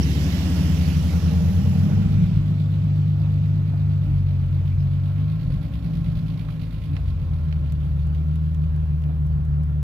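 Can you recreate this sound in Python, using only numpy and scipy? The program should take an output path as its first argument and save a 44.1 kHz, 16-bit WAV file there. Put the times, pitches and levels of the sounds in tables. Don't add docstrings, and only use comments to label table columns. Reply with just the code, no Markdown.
import sys
import numpy as np
from scipy import signal
from scipy.fft import rfft, irfft, next_fast_len
from scipy.io import wavfile
from scipy.ndimage import uniform_filter1d, map_coordinates

SR = 44100
rng = np.random.default_rng(int(sys.argv[2]) if len(sys.argv) > 2 else 0)


def decibels_to_gain(level_db):
    exponent = np.asarray(level_db, float) / 20
    return 10 ** exponent


def wav_record(signal):
    frames = np.transpose(np.atleast_2d(signal))
    bounded = np.clip(frames, -1, 1)
    quanta = np.round(bounded * 32767).astype(np.int16)
    wavfile.write(sys.argv[1], SR, quanta)


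N = 433483
T = np.arange(N) / SR

# time_s, level_db
TICK = [(2, -63), (3, -65.5), (4, -66), (5, -66), (5.5, -62.5), (6.8, -62), (7.2, -69), (8, -68.5),
        (9.83, -83.5)]
# time_s, level_db
EXHAUST = [(0, -30), (.3, -28.5), (.6, -24.5), (1.2, -25), (1.5, -25), (1.95, -25.5), (2.25, -32.5),
           (2.7, -48)]


def unit(x):
    return x / np.sqrt(np.mean(x ** 2) + 1e-20)


def along(points, hz):
    f, v = np.transpose(points)
    return np.interp(np.log(hz + 1), np.log(f + 1), v)


def curves(rows):
    s, *cols = np.transpose(rows)
    return [np.interp(T, s, c) for c in cols]


def wobble(rate, at=T):
    coarse = T[::64]
    knots = rng.standard_normal(int(N * rate / SR) + 4)
    return np.interp(at, coarse, map_coordinates(knots, [coarse * rate]))


def bell(s, half):
    out = np.zeros(N)
    near = slice(max(0, round((s - 4 * half) * SR)), round((s + 4 * half) * SR))
    out[near] = np.exp(-((T[near] - s) / half) ** 2)
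    return out


def swells(rows):
    return sum(decibels_to_gain(db) * bell(s, half) * np.sin(2 * np.pi * hz * (T - s)) for s, hz, db, half in rows)


def filtered(x, response):
    edge = SR // 8
    pads = [(0, 0)] * (x.ndim - 1) + [(edge, edge)]
    wide = np.pad(x, pads, mode="reflect", reflect_type="odd")
    m = next_fast_len(N + 3 * edge)
    return irfft(rfft(wide, m) * response(np.fft.rfftfreq(m, 1 / SR)), m)[..., edge:edge + N]


def rush(spectrum, patchy_db):
    # pitch_hz, likeness (0 to 1)
    alike = [(60, 1), (250, .97), (500, .88), (1000, .65), (2000, .45), (5000, .25), (12000, .05)]
    z = signal.stft(rng.standard_normal((2, N)), nperseg=512)[2]
    field = uniform_filter1d(rng.standard_normal(z.shape[1:]), size=6, axis=0)
    field = uniform_filter1d(field, size=12, axis=1)
    pair = signal.istft(z * decibels_to_gain(patchy_db * unit(field)), nperseg=512)[1][:, :N]

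    def mid_side(hz):
        turn = np.arccos(np.clip(along(alike, hz), -1, 1)) / 2
        return decibels_to_gain(along(spectrum, hz)) * [np.cos(turn), np.sin(turn)]

    mid, side = filtered(pair, mid_side)
    return unit(np.array([mid + side, mid - side]))


def blows(firings, cylinders, pipe, scatter_db, jitter, even):
    at = np.flatnonzero(np.diff(np.floor(firings)) > 0)
    luck = np.clip(rng.standard_normal((2000, 2))[:len(at)], -1.6, 1.6)
    size = np.array(cylinders)[np.arange(len(at)) % len(cylinders)] * decibels_to_gain(scatter_db * luck[:, 0])
    size = size - (1 - even) * size.mean()
    at = np.clip(at + np.round(jitter * SR * luck[:, 1]).astype(int), 0, N - 1)
    x = filtered(np.bincount(at, size, N), lambda hz: decibels_to_gain(along(pipe, hz)))
    return x / np.sqrt(np.abs(uniform_filter1d(x ** 2, size=SR // 2)) + 1e-20)


def lines(turns, table, unsteady_db):
    def slow(v):
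        return np.broadcast_to(v, N)[::8]

    low = 0
    for k, db in table:
        gain = np.sqrt(2) * decibels_to_gain(slow(db) + unsteady_db * wobble(7, slow(T)))
        low = low + gain * np.sin(2 * np.pi * (k * slow(turns) + rng.random()))
    return signal.resample_poly(low, up=8, down=1, padtype="line")[:N]


def gate(turns, sharp):
    return unit(uniform_filter1d(np.exp(-sharp * (turns % 1)), size=120))


def receding_db():
    closest_s, miss_m, speed_m_per_s = 0.25, 2.7, 3.92
    return -10 * np.log10(1 + (speed_m_per_s * (T - closest_s) / miss_m) ** 2)


def parked():
    four = [0.88, 0.69, 0.68, 0.48]
    # pitch_hz, level_db
    pipe = [(30, -30), (47, -9.5), (65, -3), (95, -13.5), (142, -7.5), (200, -27), (400, -83.5)]
    # time_s, level_db, half_length_s
    surges = [(1.445, -31.5, 0.23), (2.093, -25, 0.14), (2.354, -22.5, 0.089), (3.453, -40, 0.18),
              (4.162, -26, 0.13), (4.651, -30, .3), (5.519, -21, 0.083), (6.099, -29.5, 0.2),
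              (6.549, -36.5, 0.16), (7.202, -28.5, 0.48), (7.963, -31, 0.26), (8.734, -30.5, 0.2),
              (9.4, -29, .22)]
    firings = np.cumsum(47.5 + 1.573 * wobble(1.5)) / SR
    idle_db = -45
    effort = decibels_to_gain(idle_db) + sum(decibels_to_gain(db) * bell(s, half) for s, db, half in surges)
    return effort * blows(firings, four, pipe, scatter_db=2.5, jitter=.0006, even=0.69)


def air(six, eight):
    # pitch_hz, level_db_per_hz
    rasp_tone = [(120, -31.5), (210, -1.5), (268, -2.5), (399, -18), (610, -17), (949, -25), (1040, -25),
                 (1210, -27), (1360, -26), (1660, -31), (2000, -33), (2600, -61), (4400, -120)]
    # pitch_hz, level_db
    bay_near = [(590, -11.5), (1000, -5.5), (1100, -6), (1260, -9), (1750, -2.5), (2190, -2), (2940, 0),
                (3990, -5), (4660, -4.5), (5650, -4), (8000, -14.5), (10400, -51.5), (17600, -120)]
    # pitch_hz, level_db
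    bay_far = [(590, -28), (1000, -15.5), (1060, -2.5), (1200, -4.5), (1360, -5), (1750, -10), (2410, 0),
               (2700, -3), (3890, -7), (6330, -16.5), (8000, -19), (10400, -47), (17600, -120)]
    # pitch_hz, level_db
    fizz_tone = [(3530, -7.5), (6000, -28), (6570, -20), (8640, 2.5), (12100, 9), (15500, 0)]
    away_db, near_db = receding_db(), curves(TICK)[0] + 65
    first = np.interp(T, [1.7, 2.5], [1, 0])
    throb = first * (0.75 + 0.29 * gate(eight / 2, sharp=0.89))
    throb = throb + (1 - first) * (0.52 + 0.033 * gate(six, sharp=2.0))
    shared_db = 0.24 * wobble(5.9)

    bay = decibels_to_gain(-41.5 + 1.19 * away_db) * np.sqrt(first) * rush(bay_near, patchy_db=1.5)
    far_gain = np.hypot(decibels_to_gain(-57 + 0.28 * near_db), decibels_to_gain(-35.5 + 1.61 * away_db))
    bay = bay + far_gain * np.sqrt(1 - first) * rush(bay_far, patchy_db=1.5)
    fizz_gain = np.hypot(decibels_to_gain(-51.5 + 0.91 * away_db) * first, decibels_to_gain(-66.5 + .1 * near_db))
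    fizz = fizz_gain * rush(fizz_tone, patchy_db=2.2)
    puff = np.hypot(decibels_to_gain(curves(EXHAUST)[0] - 13.5), decibels_to_gain(-38.0 + 0.36 * away_db))
    rasp = puff * decibels_to_gain(0.92 * wobble(8.0)) * rush(rasp_tone, patchy_db=1.0)
    return rasp + decibels_to_gain(shared_db) * throb * (bay + fizz)


def small_hits():
    # start_s, peak_db, ring_hz, t60_s
    knocks = [(3.736, -39, 700, 0.047), (5.5, -40.5, 515, 0.11), (6.486, -36, 660, 0.015),
              (7.389, -52.5, 674, 0.068), (9.094, -44.5, 700, 0.071)]
    # start_s, peak_db, brightness_db
    clicks = [(6.966, -36.5, -31), (7.199, -53, -29), (7.3442, -58, -10), (7.452, -49.5, -14),
              (7.5262, -39.5, -32), (7.6607, -47.5, -17.5), (7.7222, -39.5, -11), (7.8507, -53.5, -7),
              (8.07, -52, -7), (8.148, -44, -19), (8.357, -43.5, -11.5), (8.546, -44.5, -12.5),
              (8.6402, -48, -18), (8.762, -46.5, -10.5), (9.0204, -47, -14), (9.038, -45.5, -17.5),
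              (9.267, -54.5, -4.5), (9.451, -51, -9.5), (9.634, -47, -11)]
    out, t = np.zeros((2, N + SR)), np.arange(SR // 10) / SR
    soft = 1 - np.exp(-t / 0.0009)

    def band(x, low_hz, high_hz):
        return signal.lfilter(*signal.butter(3, [low_hz, high_hz], "band", fs=SR), x)

    for s, db, hz, t60 in knocks:
        start = round(s * SR)
        ring = np.sin(2 * np.pi * hz * t) * decibels_to_gain(-60 * t / t60)
        puff = band(rng.standard_normal((2, len(t))), 400, 1500) * decibels_to_gain(-60 * t / .05)
        out[:, start:start + len(t)] += decibels_to_gain(db + 4.0) * soft * (0.72 * ring + 1.6 * puff)
    for s, db, bright_db in clicks:
        start = round(s * SR)
        grit = rng.standard_normal((2, 2, len(t))) * decibels_to_gain(-60 * t / .022)
        dull = np.clip(-bright_db / 16, .2, 2) * band(grit[0], 700, 3600)
        bright = decibels_to_gain(bright_db + 1) * band(grit[1], 5000, 14000)
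        out[:, start:start + len(t)] += decibels_to_gain(db + 3.5) * (dull + bright)
    return out[:, :N]


def overrun_booms():
    # time_s, pitch_hz, level_db, half_length_s
    thumps = [(5.78, 67, -26, .1), (6.06, 65.8, -23.5, 0.11), (6.92, 85, -20, 0.028),
              (7.08, 65.2, -23, 0.13), (2.4, 300, -38, 0.053), (4.1, 293, -40, 0.038),
              (6.92, 282, -36.5, 0.032), (6.92, 138, -26, 0.023)]
    return swells(thumps)


def belt_chirps():
    # time_s, pitch_hz, level_db, half_length_s
    squeaks = [(.033, 5620, -33.5, 0.0053), (4.815, 5130, -66, 0.03), (4.8, 5880, -70, .025)]
    return swells(squeaks)


def coupe_exhaust(rate, firings):
    # time_s, throttle_db, misfiring_db
    drive = [(0, 2, -31), (.35, -4.5, -35.5), (1.05, -3, -36.5), (1.6, 2.5, -31), (2.1, 1, -21),
             (2.6, 1.5, -28.5), (3.9, 2, -35.5), (4.2, 0.5, -42), (4.85, 2, -39.5), (5.2, 0.5, -42.5),
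             (5.6, -1.5, -33), (6.1, 1, -32), (6.9, -8, -39.5), (7.3, -4.5, -48), (7.75, -2, -37),
             (8.3, -1.5, -39.5), (9, -2, -40.5), (9.83, -0.5, -39)]
    # pitch_hz, level_db
    silencer = [(49, -47), (56, -35.5), (75, -22.5), (100, -23.5), (115, -35), (143, -25), (157, -22.5),
                (185, -47.5)]
    order_db = [1, 0.5, -1.5, -1.5]
    bite = [.5, .6, 1.2, 1.3]
    odd = [9, 15, 16, 17, 19, 20, 22, 23, 25, 26]
    six = [1.25, 0.61, 0.92, 0.8, 0.99, 0.63]
    # pitch_hz, level_db
    pipe = [(40, -27.5), (70, -9.5), (100, -15), (125, -5), (145, -1.5), (165, 5), (185, -3.5),
            (230, -22.5), (300, -33), (450, -45.5), (900, -77.5)]
    throttle_db, misfire_db = curves(drive)
    levels_db = [bite[k] * throttle_db + db + along(silencer, (k + 1) * rate) for k, db in enumerate(order_db)]
    revved_db = -49 + 0.55 * np.minimum(rate - 54, 0)
    low = lines(firings, [(2, levels_db[1])], unsteady_db=0.5)
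    low = low + lines(firings, [(1, levels_db[0]), (3, levels_db[2]), (4, levels_db[3])], unsteady_db=1.0)
    low = low + lines(firings, [(5, revved_db)], unsteady_db=2.0)
    favoured = [(50, -46.5), (78, -36.0), (105, -59), (130, -44.5), (150, -35.5), (170, -45.5), (200, -55),
                (260, -68)]
    parts = [(k, 0.83 * throttle_db + along(favoured, k * rate / len(six))) for k in odd]
    low = low + lines(firings / len(six), parts, unsteady_db=3.5)
    return low + decibels_to_gain(misfire_db) * blows(firings, six, pipe, scatter_db=3.5, jitter=0.00038, even=0.022)


def valve_gear(valve):
    tappets = [3.5, 6, 5, 1, 1.5, -11.5]
    # pitch_hz, width_hz, level_db
    modes = [(570, 80, -63), (1065, 60, -64), (1360, 70, -68), (1650, 25, -74)]
    strength_db = np.array(tappets)[np.floor(valve).astype(int) % len(tappets)]
    tone = [(800, -36), (2000, -1.0), (3600, -1.0), (4600, -4.5), (5600, -15.0), (8000, -30), (11000, -13.0),
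            (15000, -21)]
    tick_db = curves(TICK)[0] - 40 * (T < 2) + strength_db + 1.1 * wobble(30)
    tick = decibels_to_gain(tick_db) * gate(valve, sharp=1.4) * rush(tone, patchy_db=1.5)
    hum = 0
    for c, w, db in modes:
        ringing = filtered(rng.standard_normal(N), lambda f: w * w / (w * w + 4 * (f - c) ** 2))
        hum = hum + decibels_to_gain(db + 1.8 * wobble(2.5)) * unit(ringing)
    near = np.interp(T, [3.5, 5.4, 7.6, 9.83], [.3, 1.1, .9, .6])
    return tick + near * hum


def coupe():
    # time_s, firings_per_s
    revs = [(0, 37.2), (.2, 36.7), (1, 37.8), (1.5, 41.2), (2, 49.2), (2.2, 50.2), (3.9, 50.1), (4.3, 46.5),
            (4.65, 45.9), (5.15, 49), (5.55, 56.3), (6.25, 54.2), (6.84, 53.8), (7.1, 44.3), (7.65, 37),
            (8, 37.2), (8.4, 39.1), (9.7, 37)]
    rate, = curves(revs)
    firings = np.cumsum(rate * (1 + 0.0023 * wobble(11))) / SR
    valve = firings - firings[round(6.152 * SR)]
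    return coupe_exhaust(rate, firings), valve_gear(valve), valve


def roadster():
    # time_s, firings_per_s
    speed = [(0, 94.1), (.45, 91.1), (.75, 88.9), (1.15, 88), (1.35, 89.9), (1.5, 94), (2.1, 106.3),
             (2.45, 105.4), (2.7, 102.4)]
    cylinders = [1.3, 0.24, 0.85, 0.49, 0.53, 1, 1.7, 0.53]
    # multiple, level_db within the group
    lumps = [(10, -15), (11, -20), (13, -8), (14, -6), (15, -8), (16, -2), (17, -14), (18, -17)]
    # multiple, level_db within the group
    upper = [(19, -14), (20, -11), (21, -11), (22, -12), (23, -4), (24, -9), (25, -10), (26, -11),
             (27, -13), (28, -20), (29, -19), (31, -19), (32, -13)]
    # pitch_hz, level_db
    tailpipe = [(300, -52), (400, -12), (460, 8), (530, -12.5), (610, 0.5), (690, -33), (780, -1.5),
                (900, -15.5), (1300, -51.5)]
    (rate,), (lump_db,) = curves(speed), curves(EXHAUST)
    firings = np.cumsum(rate) / SR
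    cycle = firings / len(cylinders)
    upper_db = -34.5 + 1.3 * receding_db() - np.interp(T, [.9, 1.4], [0, 4])
    low = decibels_to_gain(lump_db) * lines(cycle, lumps, unsteady_db=-0.5)
    low = low + decibels_to_gain(upper_db) * lines(cycle, upper, unsteady_db=1.8)
    firing_line = lines(firings, [(0.99, lump_db + 0.5)], unsteady_db=-1.0)
    low = low + np.interp(T, [2.2, 2.45], [1, 0]) * firing_line
    facing_db = np.interp(T, [0, .4, .9, 1.3, 2.1, 2.5, 3.5], [-46, -52.0, -54, -44.5, -48.5, -65, -65.0])
    rasp = decibels_to_gain(facing_db) * blows(firings, cylinders, tailpipe, scatter_db=2.0, jitter=0.00027, even=0.46)
    return np.interp(T, [2.7, 3.8], [1, 0]) * low + rasp, firings


def scene():
    six_low, six_high, six = coupe()
    eight_low, eight = roadster()
    low = parked() + overrun_booms() + six_low + eight_low
    return low + air(six, eight) + small_hits() + belt_chirps() + six_high


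def roll_off(x):
    return signal.sosfilt(signal.butter(12, 15640, fs=SR, output="sos"), x)


def record(dry):
    # pitch_hz, level_db
    colour = [(60, 1.5), (120, 0.7), (240, -0.6), (480, -3), (950, -5.8), (1890, -11.5), (3770, -12.5),
              (7520, -11.0), (15000, -9.5)]
    # pitch_hz, lead_radians
    lead = [(30, -0.22), (150, -0.53), (300, -0.72), (700, -0.5), (1200, 0)]
    # time_s, lag_samples
    turning = [(0, -9), (1, 0), (2.1, 5), (2.6, -10), (4, -4), (6, 0), (9.83, 3)]
    half = np.array([[.5], [-.5]])
    ports = filtered(dry, lambda hz: decibels_to_gain(half * along(colour, hz)) * np.exp(1j * half * along(lead, hz)))
    lag, at = curves(turning)[0], np.arange(N)
    late = [map_coordinates(port, [at - side * lag], mode="nearest") for port, side in zip(ports, half)]
    return roll_off(np.array(late))


dry = scene()
out = record(dry)
wav_record(out)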